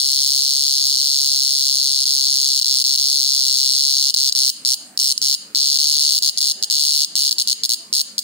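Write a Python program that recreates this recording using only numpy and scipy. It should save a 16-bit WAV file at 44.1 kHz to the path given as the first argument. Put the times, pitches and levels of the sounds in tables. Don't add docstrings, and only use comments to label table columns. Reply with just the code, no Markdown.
import sys
import numpy as np
from scipy import signal
from scipy.io import wavfile
from scipy.ndimage import uniform_filter1d, minimum_filter1d

SR = 44100
rng = np.random.default_rng(int(sys.argv[2]) if len(sys.argv) > 2 else 0)


def int16_out(signal):
    q = np.round(np.clip(np.atleast_2d(signal).T, -1, 1) * 32767)
    wavfile.write(sys.argv[1], SR, q.astype(np.int16))


N = 362943

# f/Hz, level/dB per Hz
RUMBLE_SPECTRUM = [(18, -63), (30, -55), (191, -0.5), (257, -2), (443, -9.5), (540, -9), (864, -13),
                   (1860, -12), (2380, -16), (2830, -16), (3440, -64), (4990, -28), (5650, -44),
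                   (8810, -12), (11000, -46), (14300, -76), (22000, -120)]
# f/Hz, likeness [-1 to 1]
RUMBLE_LIKENESS = [(60, 0.53), (180, 0.99), (550, 0.67), (1650, 0.096), (4970, 0.056), (15000, 0.05)]
# first stroke t/s, last stroke t/s, strokes [count], leading tymbal begins [1 or 0], relative level/dB
BURSTS = [(0.0007, 0.9612, 134, 1, -8.9), (0.9705, 1.3889, 59, 1, -8.8), (1.3962, 2.0391, 89, 0, -9.1),
          (2.0546, 2.5966, 75, 0, -8.4), (2.6132, 2.6281, 3, 0, -8.0), (2.6442, 2.6442, 1, 1, -7.9),
          (2.6574, 2.8212, 23, 0, -8.2), (2.8404, 2.9582, 17, 0, -7.4), (2.9751, 3.2294, 36, 0, -8.2),
          (3.2381, 3.3983, 23, 0, -8.4), (3.4065, 3.7113, 42, 1, -7.9), (3.7203, 4.104, 54, 1, -8.0),
          (4.1412, 4.1457, 2, 1, -7.0), (4.1625, 4.2949, 19, 0, -7.9), (4.3235, 4.3235, 1, 1, -6.9),
          (4.3504, 4.4989, 21, 0, -7.3), (4.6493, 4.7405, 13, 0, -7.9), (4.9745, 4.9745, 1, 1, -7.8),
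          (4.9901, 5.1218, 19, 0, -8.0), (5.1771, 5.1771, 1, 1, -9.3), (5.2161, 5.3471, 19, 0, -8.6),
          (5.5481, 5.7713, 32, 0, -8.0), (5.7867, 6.0965, 46, 1, -7.7), (6.1064, 6.1683, 10, 1, -7.7),
          (6.1782, 6.1856, 2, 1, -8.2), (6.2233, 6.294, 11, 0, -7.5), (6.374, 6.3886, 3, 0, -8.5),
          (6.4051, 6.5179, 17, 0, -9.0), (6.6255, 6.6417, 3, 0, -8.2), (6.6997, 6.7246, 4, 0, -8.2),
          (6.7304, 7.046, 46, 0, -8.9), (7.1542, 7.2916, 20, 0, -8.6), (7.3097, 7.3256, 3, 1, -8.1),
          (7.3831, 7.4191, 6, 1, -7.7), (7.4737, 7.5278, 8, 0, -8.0), (7.6347, 7.6571, 4, 1, -8.6),
          (7.6922, 7.7414, 7, 0, -8.6), (7.9279, 8.0132, 13, 0, -8.6), (8.1806, 8.1902, 2, 1, -7.5)]
# f/Hz, width f/Hz, direct level/dB, level into the room/dB,
# rib that drives it most [rib number from 0], reach along the ribs [ribs]
BODY_RESONANCES = [(2996, 523, -26, -13, 1.54, 1.3), (3580, 1270, -21, -20.5, 1.9, 5.3),
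                   (4423, 643, -6, -6.5, 2.0, 0.57), (4857, 660, -6, -4, 1.0, 0.32),
                   (5600, 930, -3, -44, 0.36, 1.41), (6492, 620, -9.5, -6, 0.49, 1),
                   (7070, 1630, -19.5, -7.5, 0.87, 1.18), (8320, 530, -15.5, -10, 0.61, 0.42),
                   (9100, 2250, -19, -5.5, 1.4, 0.7), (9790, 1000, -19.5, -9, 2.3, 1.02),
                   (11280, 1100, -23, -19.5, 0.79, 0.6), (12400, 930, -22.5, -15.5, 1.2, 0.35),
                   (15200, 2400, -15, -4, 0.74, 0.42)]
LEADING_RIBS_DB = [-5.5, -2.5, 0, 1.5]
TRAILING_RIBS_DB = [-65, -3, -1, -5]
# f/Hz, level/dB per click
SPRING_BACK_SPECTRUM = [(3000, -21), (5500, -21), (6500, -15), (8000, -12), (16000, -13)]
SPRING_BACK_MS = [2.8, 3.8]
LEFT_MORE_DB = [-6, -3, 15, -9, 0, -2, -4, 6, -3, -2, -3, 0, -2]
RIGHT_LAG = [15, 11, 11, 12, 10, 8, 12, 8, 8, 12, 10, 9, 9]
# t/s, lowest resonances left minus right level/dB, 5-6 kHz level/dB, treble level/dB
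GRIP = [(0.0, 18, 1, 4.5), (0.7, 12.5, 0, 3), (2.0, 9, -0.5, 2.5), (3.0, 6, 1, 3), (4.1, 5, 0, 2),
        (4.95, -5, 6, 8.5), (5.5, 1, 0, 1.5), (6.3, 3, -2, 4), (7.0, -4.5, -1.5, 4), (8.23, -1, -1.5, 6.5)]
# start t/s, length t/s, mean f/Hz, peak level/dB
FAR_TONES = [(0.072, 0.26, 520, -62.5), (2.118, 0.12, 498, -60.5), (6.59, 0.16, 830, -63),
             (7.783, 0.078, 664, -63)]

RUMBLE_START_DB, RUMBLE_RISE_DB_PER_S, RUMBLE_PATCHY_DB, HISS_DB = -60, 0.4, 4, -61
LIMP_MS, LIMP_MS_PER_S, LEADING_LOUDER_DB = 0.6, 0.08, 1.7
RIB_SPACING_MS, RIB_JITTER_MS, CLICK_SPREAD_DB = 0.4, 0.02, 0.7
SPRING_JITTER_MS, STROKE_JITTER_MS, STROKE_SPREAD_DB = 0.4, 0.12, 0.5
SIDE_SPREAD_DB_PER_KHZ, CALL_DB = 0.2758, -1.5
SCATTER_FROM_HZ, SCATTER_SAMPLES = 6000, 1
LAGGING_BAND_DB, LAGGING_BAND_SAMPLES, OPPOSED_BAND_DB = -35.0, 18, -29
WALL_T60_S, WALL_TREBLE_T60_S, WALL_DB = 0.41, 0.15, -17
NEAR_T60_S, NEAR_DB = 0.038, -12
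QUIET_DB, MOST_LIFT_DB, LIFT_SLOPE = -13.5, 7.5, 1
LIFT_DB_PER_S, DROP_MS = 106, 1
PEAK_LIMIT, LOOK_AHEAD_SAMPLES, CUTOFF_HZ = 0.9, 90, 16150


def from_db(db):
    return 10 ** (np.asarray(db) / 20)


def rms_one(x):
    return x / np.sqrt(np.mean(x ** 2) + 1e-20)


def at_hz(points, hz):
    points = np.array(points)
    return np.interp(np.log(hz), np.log(points[:, 0]), points[:, 1])


def filtered(x, order, hz, kind):
    return signal.sosfilt(signal.butter(order, hz, kind, fs=SR, output="sos"), x)


def drift(rate):
    knots = rng.standard_normal(int(N / SR * rate) + 2)
    return np.interp(np.arange(N) / SR * rate, np.arange(len(knots)), knots)


def rumble():
    out, edges = 0, 30 * 2 ** np.arange(0, 8.6, 1 / 3)
    white = rng.standard_normal((2, 2, N))
    for k, (low, high) in enumerate(zip(edges, edges[1:])):
        mid, side = filtered(white[k % 2], 2, [low, high], "band")
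        hz = np.sqrt(low * high)
        alike = np.clip(at_hz(RUMBLE_LIKENESS, hz), -1, 1)
        gain = from_db(at_hz(RUMBLE_SPECTRUM, hz) + RUMBLE_PATCHY_DB * drift(8))
        out = out + gain * (np.sqrt(1 + alike) * mid + np.sqrt(1 - alike) * side * [[1], [-1]])
    return rms_one(out)


def background():
    growth = from_db(RUMBLE_START_DB + RUMBLE_RISE_DB_PER_S * np.arange(N) / SR)
    room_rumble = growth * rumble() * from_db([[-0.6], [0.6]])
    return room_rumble + from_db(HISS_DB) * rng.standard_normal((2, N))


def strokes():
    times, levels, leading = [], [], []
    for first, last, count, begins, level_db in BURSTS:
        leads = (np.arange(count) + begins) % 2
        late = leads * (LIMP_MS + LIMP_MS_PER_S * first) / 1000
        even = np.linspace(first - late[0], last - late[-1], count)
        times += list(even + late)
        levels += list(level_db + LEADING_LOUDER_DB * (leads - 0.5))
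        leading += list(leads == 1)
    return np.array(times), np.array(levels), np.array(leading)


def click_samples(times, chance):
    ribs_ms = np.arange(len(LEADING_RIBS_DB)) * RIB_SPACING_MS + RIB_JITTER_MS * chance[:, :4]
    spring_ms = SPRING_BACK_MS + SPRING_JITTER_MS * chance[:, 4:6]
    after_ms = np.column_stack([ribs_ms, spring_ms]) + STROKE_JITTER_MS * chance[:, 6:7]
    return np.clip(np.round((times[:, None] + after_ms / 1000) * SR).astype(int), 0, N - 1)


def ring(clicks, hz, width_hz):
    r, w = np.exp(-np.pi * width_hz / SR), 2 * np.pi * hz / SR
    stage = [0, np.sin(w), 0, 1, -2 * r * np.cos(w), r * r]
    return 2 * np.e * (1 - r) * signal.sosfilt([stage, stage], clicks + 1e-18)


def body(at, times, leading):
    ribs_db = np.where(leading[:, None], LEADING_RIBS_DB, TRAILING_RIBS_DB)
    rib = np.arange(len(LEADING_RIBS_DB))
    grip_s, *grip = np.transpose(GRIP)
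    low_pan_db, shelf_db, treble_db = [np.interp(times, grip_s, column)[:, None] for column in grip]
    out, all_clicks = np.zeros((3, N)), np.zeros(N)
    for k, (hz, width_hz, level_db, room_db, best_rib, reach) in enumerate(BODY_RESONANCES):
        rib_share = from_db(ribs_db) * np.exp(-((rib - best_rib) / reach) ** 2)
        spring_share = np.full((len(times), 2), -from_db(at_hz(SPRING_BACK_SPECTRUM, hz)))
        share = np.column_stack([rib_share, spring_share])
        grip_db = shelf_db * (5000 < hz < 6000) + treble_db * (hz > 7000)
        share = share * from_db(grip_db + CLICK_SPREAD_DB * rng.standard_normal(at.shape))
        pan_db = LEFT_MORE_DB[k] + low_pan_db * (hz < 4000)
        clicks = np.zeros((2, N))
        for side, sign in zip(clicks, (1, -1)):
            own_db = SIDE_SPREAD_DB_PER_KHZ * hz / 1000 * rng.standard_normal(at.shape)
            slip = rng.integers(-SCATTER_SAMPLES, SCATTER_SAMPLES + 1, at.shape) * (hz > SCATTER_FROM_HZ)
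            np.add.at(side, np.clip(at + slip, 0, N - 1), share * from_db(sign * pan_db / 2 + own_db))
        left, right = ring(clicks, hz, width_hz)
        paths = [left, np.roll(right, RIGHT_LAG[k]), (left + right) / 2]
        out += (-1) ** k * from_db([[level_db], [level_db], [room_db]]) * paths
        all_clicks += clicks.mean(axis=0)
    return out, all_clicks


def low_bands(out, all_clicks):
    out = signal.sosfilt(signal.cheby2(6, 36, 2300.0, "high", fs=SR, output="sos"), out)
    lagging = filtered(all_clicks, 3, [1300.0, 2000.0], "band")
    out[:2] += from_db(LAGGING_BAND_DB) * np.array([lagging, np.roll(lagging, LAGGING_BAND_SAMPLES)])
    opposed = filtered(all_clicks, 2, [1800.0, 2600.0], "band")
    out[:2] += from_db(OPPOSED_BAND_DB) * np.array([opposed, -opposed])
    return out


def cicada():
    times, levels, leading = strokes()
    chance = rng.standard_normal((len(times), 8))
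    at = click_samples(times, chance)
    out = low_bands(*body(at, times, leading))
    starts = np.sort(at.min(axis=1))
    energy = np.add.reduceat(np.mean(out[:2] ** 2, axis=0), starts) / (0.0016 * SR)
    stroke_db = CALL_DB + levels + STROKE_SPREAD_DB * chance[:, 7]
    gain = from_db(stroke_db) / np.sqrt(energy + 1e-9)
    which = np.clip(np.searchsorted(starts, np.arange(N), side="right") - 1, 0, len(starts) - 1)
    return out * uniform_filter1d(np.roll(gain[which], -8), size=16)


def room(x):
    s = np.arange(SR) / SR
    noise = rng.standard_normal((3, 2, SR))
    low = filtered(noise[0], 2, 6500.0, "low") * from_db(-60 * s / WALL_T60_S)
    high = filtered(noise[1], 2, 6500.0, "high") * from_db(-60 * s / WALL_TREBLE_T60_S)
    walls = (low + high) * np.clip(s / 0.0083, 0, 1)
    near = noise[2] * from_db(-60 * s / NEAR_T60_S) * np.clip(s / 0.0033, 0, 1)
    echoes = from_db(WALL_DB) * rms_one(walls) + from_db(NEAR_DB) * rms_one(near)
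    return signal.fftconvolve(x[None], echoes / np.sqrt(SR), axes=1)[:, :N]


def far_tones():
    out = np.zeros(N)
    for start, length, hz, level_db in FAR_TONES:
        swell = np.sin(np.pi * np.clip((np.arange(N) / SR - start) / length, 0, 1))
        cycles = np.cumsum(hz * (1 + 0.01 * drift(12))) / SR
        out += from_db(level_db) * swell * np.sin(2 * np.pi * cycles)
    return out


def scene():
    bed = background()
    left, right, sent = cicada()
    return bed + np.array([left, right]) + room(sent) + far_tones()


def record(dry):
    level_db = 10 * np.log10(uniform_filter1d(np.mean(dry ** 2, axis=0), size=132) + 1e-12)
    wanted_db = np.clip(LIFT_SLOPE * (QUIET_DB - level_db), 0, MOST_LIFT_DB)
    ramp = LIFT_DB_PER_S * np.arange(N) / SR
    lift_db = np.minimum.accumulate(wanted_db - ramp) + ramp
    r = np.exp(-1000 / (DROP_MS * SR))
    lifted = dry * from_db(signal.lfilter([1 - r], [1, -r], lift_db))
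    allowed = np.minimum(1, PEAK_LIMIT / (np.abs(lifted).max(axis=0) + 1e-9))
    held = minimum_filter1d(allowed, size=LOOK_AHEAD_SAMPLES)
    limited = lifted * uniform_filter1d(held, size=LOOK_AHEAD_SAMPLES)
    return signal.sosfilt(signal.cheby2(20, 60, CUTOFF_HZ, fs=SR, output="sos"), limited)


dry = scene()
out = record(dry)
int16_out(out)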